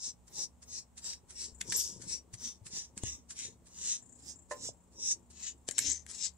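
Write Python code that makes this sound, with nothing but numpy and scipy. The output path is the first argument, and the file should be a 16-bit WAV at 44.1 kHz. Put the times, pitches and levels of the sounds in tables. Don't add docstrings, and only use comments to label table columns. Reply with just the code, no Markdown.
import sys
import numpy as np
from scipy import signal
from scipy.fft import rfft, irfft, next_fast_len
from scipy.io import wavfile
from scipy.ndimage import map_coordinates

SR = 44100
rng = np.random.default_rng(int(sys.argv[2]) if len(sys.argv) > 2 else 0)


def waveform_to_disk(signal):
    frames = np.transpose(np.atleast_2d(signal))
    scaled = np.clip(frames, -1, 1) * 32767
    samples = np.round(scaled).astype(np.int16)
    wavfile.write(sys.argv[1], SR, samples)


N = 280917


def amp(db):
    return 10 ** (np.asarray(db) / 20)


def unit(x):
    return x / np.sqrt(np.mean(x ** 2) + 1e-20)


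def clock():
    return np.arange(N) / SR


def curve(rows, t):
    return np.interp(t, *np.transpose(rows))


def along(points, hz):
    point_hz, values = np.transpose(points)
    return np.interp(np.log(hz + 1), np.log(point_hz + 1), values)


def wobble(x):
    return map_coordinates(rng.standard_normal(int(x.max()) + 4), [x])


def coloured(x, spectrum, extra_db=lambda hz: 0):
    size = 2 * next_fast_len(x.shape[-1] // 2 + 2048)
    hz = np.fft.rfftfreq(size, 1 / SR)
    gain = amp(along(spectrum, hz) + extra_db(hz))
    cepstrum = irfft(np.log(gain + 1e-6))
    cepstrum[1:size // 2] *= 2
    cepstrum[size // 2 + 1:] = 0
    response = np.exp(rfft(cepstrum))
    return irfft(rfft(x, size) * response, size)[..., :x.shape[-1]]


def pair(three, alike):
    share = np.clip(alike, 0, 1)
    return np.sqrt(share) * three[0] + np.sqrt(1 - share) * three[1:]


def panned(x, pan_db):
    return x * unit(amp([[pan_db / 2], [-pan_db / 2]]))


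def add(track, s, sound, lead_ms=0):
    right = round(s * SR)
    left = right + round(lead_ms * SR / 1000)
    for side, start in enumerate([left, right]):
        part = sound[side, max(-start, 0):max(N - start, 0)]
        track[side, max(start, 0):][:len(part)] += part


def ring(modes, t, scatter_db):
    out = 0
    for hz, db, t60 in modes:
        strength = amp(db + scatter_db * rng.standard_normal((2, 1)) - 60 * t / t60)
        out = out + strength * np.sin(2 * np.pi * hz * t + rng.uniform(0.17, 1, (2, 1)))
    return out


# [dB per Hz, relative]
AIR_SPECTRUM = [(20, -29), (40, 2), (70, 9.5), (110, -4), (250, -5.5), (350, -10), (950, -10),
                (1500, -22.5), (2500, -25), (5000, -29.5), (8000, -16.5), (11000, -35.5), (15500, -31)]
# pitch_hz [Hz], level_db [dB rms before the waver]
HUM_TONES = [(70.5, -69.5), (120, -79), (180, -76), (240, -76)]


def background(air_db=-66.5):
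    air = unit(coloured(pair(rng.standard_normal((3, N)), 0.31), AIR_SPECTRUM))
    hum = 0
    for hz, db in HUM_TONES:
        level = amp(db + 4 * wobble(6 * clock())) * np.sqrt(2)
        hum = hum + level * np.sin(2 * np.pi * (hz * clock() + .2 * wobble(7 * clock())))
    return panned(amp(air_db) * air + hum, 0.19)


# pitch_hz [Hz], t60_s [s]
ROOM_DECAY = [(200, 0.37), (2000, 0.22), (7000, 0.1), (14000, 0.25)]


def room(x):
    hz, t, z = signal.stft(rng.standard_normal((2, SR // 3)), SR, nperseg=256)
    fade = amp(-60 * t / along(ROOM_DECAY, hz)[:, None])
    tail = signal.istft(z * fade, SR, nperseg=256)[1]
    tail = np.pad(tail / np.linalg.norm(tail[0]), ((0, 0), (SR // 400, 0)))
    return signal.fftconvolve(x, tail, axes=1)[:, :N]


# time_s [s], level_db [dB]
PURR_LEVEL = [(0.0, -78), (1.01, -74), (1.84, -55), (2.0, -53.5), (2.13, -62.5), (2.41, -76), (2.91, -63.5),
              (3.12, -70), (4.06, -63.5), (5.48, -70), (5.92, -61.5), (6.37, -68)]
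# [dB per Hz, relative]
CHEST_SPECTRUM = [(30, -21), (62, -4), (115, 1.5), (175, -2), (290, -4), (470, -7), (620, -20.5),
                  (790, -37.5), (950, -12.5), (1150, -43), (2000, -51.5)]
# time_s [s], level_db [dB]
FLUTTER_LEVEL = [(1.48, -85), (1.54, -59), (1.66, -61), (1.72, -80), (1.9, -72), (1.99, -61), (2.05, -90),
                 (3.94, -88), (3.99, -61.5), (4.13, -57), (4.2, -62), (4.38, -58), (4.44, -68), (4.48, -73)]
# [dB per Hz, relative]
NOSE_SPECTRUM = [(1500, -5.5), (4000, -30), (6000, -10), (7300, 13), (8800, 0.5), (10500, -30),
                 (15000, -46)]
SWELL_DB, SWELL_AT, SWELL_S = 7, 0.68, 0.13


def pressure(t):
    swells = [np.exp(-((t - s - SWELL_AT * swing) / SWELL_S) ** 2) for s, _, _, swing, *_ in STROKE_LIST]
    return np.max(swells, axis=0)


def purr(purr_hz=29, pulse_decay=1.7, uneven_db=4.5, throat_db=4, chest_db=-5):
    t = clock()
    turns = np.cumsum(purr_hz * (1 + .06 * wobble(9 * t))) / SR
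    air = unit(np.exp(-pulse_decay * (turns % 1)) * pair(rng.standard_normal((3, N)), 1.0))
    beats = unit(np.diff(np.floor(turns), prepend=0))
    drive = (air + .55 * beats) * amp(uneven_db * wobble(12 * t))
    shift = np.pi / 4 * (1 + np.tanh(2 * wobble(4 * t)))
    chest = 0
    for share in (np.cos(shift), np.sin(shift)):
        body = coloured(drive, CHEST_SPECTRUM, lambda hz: throat_db * wobble(hz / 28))
        chest = chest + share * unit(body)
    puffs = np.exp(2.2 * np.cos(2 * np.pi * turns)) * amp(1.6 * wobble(30 * t))
    nose = unit(coloured(puffs * pair(rng.standard_normal((3, N)), 0.074), NOSE_SPECTRUM, pin_notes))
    chest_level = amp(curve(PURR_LEVEL, t) + chest_db + SWELL_DB * pressure(t))
    nose_level = amp(curve(FLUTTER_LEVEL, t))
    return panned(chest_level * chest, 7) + panned(nose_level * nose, 7)


# start_s [s], level_db [dB], pitch_hz [Hz], t60_s [s], thud_db [dB over the push]
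BUMP_LIST = [(1.525, -51, 67.6, 0.49, -24), (1.608, -52, 188, 0.26, -17), (1.686, -46, 125.5, 0.087, -1),
             (1.965, -50.5, 116.7, 0.49, -22), (2.066, -50.5, 178, 0.13, -7),
             (2.3358, -42.5, 111, 0.11, -19), (2.615, -47.5, 104.6, 0.15, -20), (2.66, -53, 149, 0.064, -4),
             (2.734, -49, 221, 0.088, -11), (2.97, -45.5, 196, 0.11, -8.5), (3.036, -27, 108, 0.055, -2),
             (3.074, -46, 66.2, 0.32, -27), (4.689, -46, 164, 0.062, 12.5), (5.687, -44, 130, 0.02, 13.5),
             (5.876, -45.5, 71.3, 0.27, -16)]
# [dB per Hz, relative]
THUD_SPECTRUM = [(30, -19.5), (110, 12.5), (300, 5.5), (750, 2), (1200, -12), (3000, -48), (6000, -70)]
# pitch_hz [Hz], level_db [dB, relative], t60_s [s]
WOOD_MODES = [(420, -10, .06), (500, -6, .17), (535, -7, .08), (590, 5, .135), (700, -16, .11),
              (781, -10, .1), (945, -1, .06), (975, -1, .07), (1035, 1.5, .15), (1294, -14, .11),
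              (1530, -8, .05), (1750, 0, .085), (1830, 0, .06), (2020, -7, .07)]
KNOCK_S = 4.5105


def bumps(knock_db=-37, clack_db=-44.5, thud_t60=0.0093, swell_share=0.03):
    out, t = np.zeros((2, N)), np.arange(SR // 2) / SR
    for s, db, hz, t60, thud_db in BUMP_LIST:
        push = np.sin(2 * np.pi * hz * t) * amp(-60 * t / t60)
        thud = coloured(pair(rng.standard_normal((3, len(t))), 0.7) * amp(-60 * t / thud_t60), THUD_SPECTRUM)
        add(out, s, panned(amp(db) * (push + amp(thud_db) * thud / np.abs(thud).max()), 8))
    wood = 0
    for hz, db, t60 in WOOD_MODES:
        swell = 1 - np.exp(-t / (swell_share * t60))
        wood = wood + ring([(hz, db, t60)], t, scatter_db=0.0) * swell
    clack_spectrum = [(200, -11), (500, 15), (1900, -0.5), (2700, -4), (5000, -35), (8000, -40)]
    clack = unit(coloured(rng.standard_normal((2, len(t))), clack_spectrum))
    knock = amp(knock_db) * wood + amp(clack_db - 60 * t / 0.17) * clack
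    add(out, KNOCK_S, panned(knock, -0.48))
    return out


# [dB, left over right]
SNAP_LIST = [(1.0435, -34, -10, -2), (1.134, -34.5, -4, 2), (1.6109, -34, 9, -9), (1.6138, -25, 8.5, 2.5),
             (1.7, -25, -26, -11), (1.7227, -20.5, 6.5, 0), (1.7257, -19.5, 2.5, 0),
             (1.7613, -18.5, -17.5, -9.5), (2.3398, -38, 2, 1), (2.6673, -37, 3, 2), (2.977, -28, 3, -3),
             (3.0354, -25, -5, 10.5), (3.3075, -39, 1, 2), (3.39, -31.5, -24, -2), (5.6878, -21, 8.5, 11),
             (5.7108, -21.5, -7.5, 25), (5.7127, -28.5, 0, -4), (5.7825, -12, -3.5, 28),
             (5.7894, -10, 2, -3.5), (5.8943, -29, -14, 20), (5.9, -19.5, -11.5, 13),
             (5.9164, -16, -35, 12), (5.9214, -21, -17, 13), (6.065, -38.5, 10, 7), (6.24, -31, -14.5, 8),
             (6.255, -26, -6, 12)]
# [dB per Hz, relative]
SNAP_SPECTRUM = [(400, -23), (1150, -32.5), (1500, -11), (1850, -4.5), (2700, -8), (3700, -5), (5200, -10),
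                 (6500, -1.5), (7700, 10), (8800, -6), (11000, -10.5), (15500, -53)]
# pitch_hz [Hz], level_db [dB, relative], t60_s [s]
HANDLE_MODES = [(1665, 0.21, 0.026), (1900, -1.1, 0.017)]
HANDLE_DB = -28
# [dB, left over right]
PING_LIST = [(1.7635, -30.5, 10.5), (5.7875, -45.5, 18)]
# pitch_hz [Hz], level_db [dB before scatter], t60_s [s]
WIRE_MODES = [(7060, -9, .11), (7560, -9, .16), (7880, -5, .1), (11430, -21, .2), (11670, -17, .1),
              (12188, 3.2, .185), (12260, -13, .12), (12510, -10, .065), (12940, -15, .21),
              (13440, -10, .06), (14480, -14, .04)]


def snaps(t60=.0065, pin_hz=7000, shimmer_db=-1):
    out, t = np.zeros((2, N)), np.arange(SR // 2) / SR
    short = t[:SR // 20]
    for s, db, hard_db, pan_db in SNAP_LIST:
        def spread(hz):
            away = 1 - np.exp(-np.log((hz + 1) / pin_hz) ** 2 / 0.098)
            return hard_db * away + pin_notes(hz) / 2

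        burst = pair(rng.standard_normal((3, len(short))), 0.62) * amp(-60 * short / t60)
        tick = coloured(burst, SNAP_SPECTRUM, spread)
        tick = tick / np.abs(tick).max(axis=1, keepdims=True)
        handle = amp(HANDLE_DB + hard_db) * ring(HANDLE_MODES, short, scatter_db=0)
        add(out, s, panned(amp(db) * (tick + handle), pan_db))
    buzz_spectrum = [(5000, -29.0), (8000, 0), (12200, 11), (14300, -15), (15500, -32.0)]
    for s, db, pan_db in PING_LIST:
        buzz = unit(coloured(rng.standard_normal((2, len(t))), buzz_spectrum, pin_notes))
        shimmer = amp(shimmer_db - 60 * t / 0.19) * buzz
        wire = (ring(WIRE_MODES, t, scatter_db=-4.5) + shimmer) * (1 - np.exp(-t / 0.0055))
        add(out, s, panned(amp(db) * wire, pan_db))
    return out


# [dB, pad under the rake]
BRUSH_PATH = [(0, 3.5, 5730, -2, -23.5), (1.15, 2.5, 5200, -0.5, -22.5), (1.8, 4.5, 5430, 8.5, -25),
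              (2.15, 4.5, 5400, 3.5, -25), (2.47, 3.5, 5650, -2, -15.5), (2.799, 1, 6200, -3, -18),
              (3.9, 2.5, 6740, -1.5, -31), (4.35, -8, 5770, 3.5, -21), (4.67, -2, 6140, -1.5, -24.5),
              (5.1, 1, 6200, -0.5, -43), (5.5, 5, 7020, -9.5, -25), (5.92, 8, 6570, -7, -33.5),
              (6.1, 7.5, 7200, 6.5, -40), (6.26, 8.5, 7340, -19, -30)]
LEAD_MS, LEAD_MS_PER_DB = .1, .0135


def brush_at(s):
    times, *columns = np.transpose(BRUSH_PATH)
    pan_db, *tone = [np.interp(s, times, column) for column in columns]
    return pan_db, LEAD_MS - LEAD_MS_PER_DB * pan_db, *tone


def pin_notes(hz, fine_db=5.2, fine_hz=34, broad_db=2.3, broad_hz=380):
    return fine_db * wobble(hz / fine_hz) + broad_db * wobble(hz / broad_hz)


def crackle(size, per_second, spread_db, hiss, alike):
    flicks = rng.random((3, size)) < per_second / SR
    level_db = spread_db * np.clip(rng.standard_normal((3, size)), -2, 2)
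    strength = amp(level_db) * rng.choice([-1, 1], (3, size))
    return pair(unit(flicks * strength) + hiss * rng.standard_normal((3, size)), alike)


def pull(t, rise, fall, shape, release_shape=1.5):
    return amp(-20 * np.where(t < 0, np.abs(t / rise) ** shape, np.abs(t / fall) ** release_shape))


# [dB per Hz, relative]
PAD_SPECTRUM = [(300, -31), (1100, -5.5), (1700, -2.5), (2800, -4.5), (4500, 2.5), (7800, 11.5), (8700, 6),
                (10500, -1), (12000, -34), (15500, -48)]
JOLT_DB, JOLT_PER_HARD, JOLT_S = -15.5, 0.38, 0.0036
PAT_RISE_S = .005


def pats(rise_share=0.33, shift_db=-2):
    out, t = np.zeros((2, N)), np.arange(-SR // 16, SR // 6) / SR
    landings = [(s, db, fade) for s, db, fade, *_ in STROKE_LIST]
    jolts = [(s, db + JOLT_DB + JOLT_PER_HARD * hard_db, JOLT_S) for s, db, hard_db, _ in SNAP_LIST]
    for s, db, fade in landings + jolts:
        pan_db, lead_ms, *_ = brush_at(s)
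        flicks = crackle(len(t), per_second=1500, spread_db=6, hiss=.5, alike=.35)
        crunch = unit(coloured(flicks, PAD_SPECTRUM, lambda hz: pin_notes(hz) / 2))
        swell = pull(t - .002, PAT_RISE_S + rise_share * fade, fade, 1.2, release_shape=1.1)
        add(out, s + t[0], panned(amp(db) * crunch * swell, pan_db + shift_db), lead_ms)
    return out


RESONANCE_DB, RESONANCE_AT_DB, RESONANCE_GROWS = 6, -42, 0.57


def bent(centre_hz, stroke_db, ring_db, hz, width_hz=950):
    height_db = RESONANCE_DB + ring_db + RESONANCE_GROWS * (stroke_db - RESONANCE_AT_DB)
    return height_db / (1 + ((hz - centre_hz) / width_hz) ** 4)


# landing_s [s], pat_db [dB], pat_fade_s [s],
# swing_s [s from landing to greatest pull], rake_db [dB], fall_s [s],
# rise_shape [exponent: 1 pointed - 3 blunt], rasp_db [dB]
STROKE_LIST = [(-.05, -69, 0.035, 0.13, -37, 0.042, 3, -9), (0.279, -56.5, 0.034, 0.16, -36, 0.03, 3.1, -7),
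               (.627, -50.5, 0.025, 0.15, -41, 0.05, 2.9, -1),
               (.979, -46.5, 0.036, 0.13, -38.5, 0.059, 3.2, -1),
               (1.304, -48.5, 0.052, 0.13, -39, 0.071, 2.1, 0.5),
               (1.6107, -35, 0.0084, 0.18, -31.5, 0.15, 2.2, 0.5),
               (2.02, -46.5, 0.065, 0.12, -37, 0.054, 2.3, 3.5),
               (2.339, -42.5, 0.022, 0.12, -40.5, 0.091, 1.76, 0),
               (2.664, -46.5, 0.045, 0.12, -38.5, 0.08, 2.8, 1.5),
               (2.976, -47, 0.034, 0.11, -38, 0.092, 1.7, 8.5),
               (3.306, -41.5, 0.038, 0.14, -42.5, 0.077, 5.9, 6.5),
               (3.668, -57, 0.057, 0.26, -34, 0.064, 2.1, 2.5),
               (4.2, -62.5, 0.16, 0.1, -43.5, 0.046, 1.34, -0.5),
               (4.513, -42, 0.038, 0.16, -39, 0.04, 1.26, -4),
               (4.93, -64.5, 0.057, 0.19, -30, 0.03, 2.24, -3),
               (5.307, -54.5, 0.022, 0.17, -37, 0.048, 1.06, 7),
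               (5.683, -40, 0.021, 0.22, -33, 0.092, 2.6, 4),
               (6.101, -43, 0.071, 0.05, -43.5, 0.11, 1.3, 1),
               (6.14, -68, .04, 0.12, -32.5, 0.036, 2.54, -6.5)]
# [dB per Hz, relative]
PIN_SPECTRUM = [(590, -34), (1000, -47), (1290, -31.5), (1840, -17), (3180, -14.5), (3650, -6.5),
                (4760, -8), (5520, -0.5), (6340, -2.5), (7950, 3.5), (8500, -7), (10100, -11.5),
                (11400, -49), (13100, -29.5), (15500, -75)]
# [dB per Hz, relative]
FUR_SPECTRUM = [(60, -15.5), (170, 4.5), (330, -1.5), (460, -3), (610, -13.5), (800, -9), (950, -3.5),
                (1300, -13), (2500, -18.5)]
RISE_SHARE = 0.68
LUMP_DB, LUMPS_PER_S = 4.5, 28


def strokes(rasp_hz=3600, bright_hz=6700, ring_grows_db=2.0, bite_s=0.037, snags_per_s=130, snag_db=-12):
    out, t = np.zeros((2, N)), np.arange(-SR // 3, SR // 3) / SR
    for s, _, _, swing, db, fall, shape, rasp_db in STROKE_LIST:
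        peak, rise = s + swing, RISE_SHARE * swing
        pan_db, lead_ms, centre_hz, bright_db, fur_db = brush_at(peak)
        bite = (1 + np.tanh((t + rise / 5) / bite_s)) / 2
        pins = 0
        for share, ring_db in [(1 - bite, -ring_grows_db), (bite, ring_grows_db)]:
            def tilt(hz):
                rasp = rasp_db / (1 + (hz / rasp_hz) ** 8)
                bright = bright_db / (1 + (bright_hz / (hz + 1)) ** 10)
                return rasp + bright + bent(centre_hz, db, ring_db, hz) + pin_notes(hz)

            flicks = crackle(len(t), per_second=750, spread_db=3.2, hiss=.4, alike=.62)
            snags = amp(snag_db) * crackle(len(t), per_second=snags_per_s, spread_db=8.0, hiss=0, alike=0.24)
            pins = pins + np.sqrt(share) * unit(coloured(flicks + snags, PIN_SPECTRUM, tilt))
        catches = amp(0.93 * wobble(70 * (t - t[0])))
        pins = pins * catches * pull(t, rise, fall, shape) * (t > -swing)
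        rub = unit(coloured(pair(rng.standard_normal((3, len(t))), 0.54), FUR_SPECTRUM, pin_notes))
        rub = rub * pull(t, 1.83 * rise, fall, 2.3)
        rub = rub * unit(amp(LUMP_DB * wobble(LUMPS_PER_S * (t - t[0]))))
        rake = amp(db) * pins + amp(db + fur_db) * rub
        add(out, peak + t[0], panned(rake, pan_db), lead_ms)
    return out


def scene(room_db=-13):
    near = strokes() + pats() + snaps() + bumps() + purr()
    return near + amp(room_db) * room(near) + background()


TOP_HZ = 15700


def record(dry):
    size = next_fast_len(N + SR // 4)
    passes = np.fft.rfftfreq(size, 1 / SR) < TOP_HZ
    return irfft(rfft(dry, size) * passes, size)[:, :N]


dry = scene()
out = record(dry)
waveform_to_disk(out)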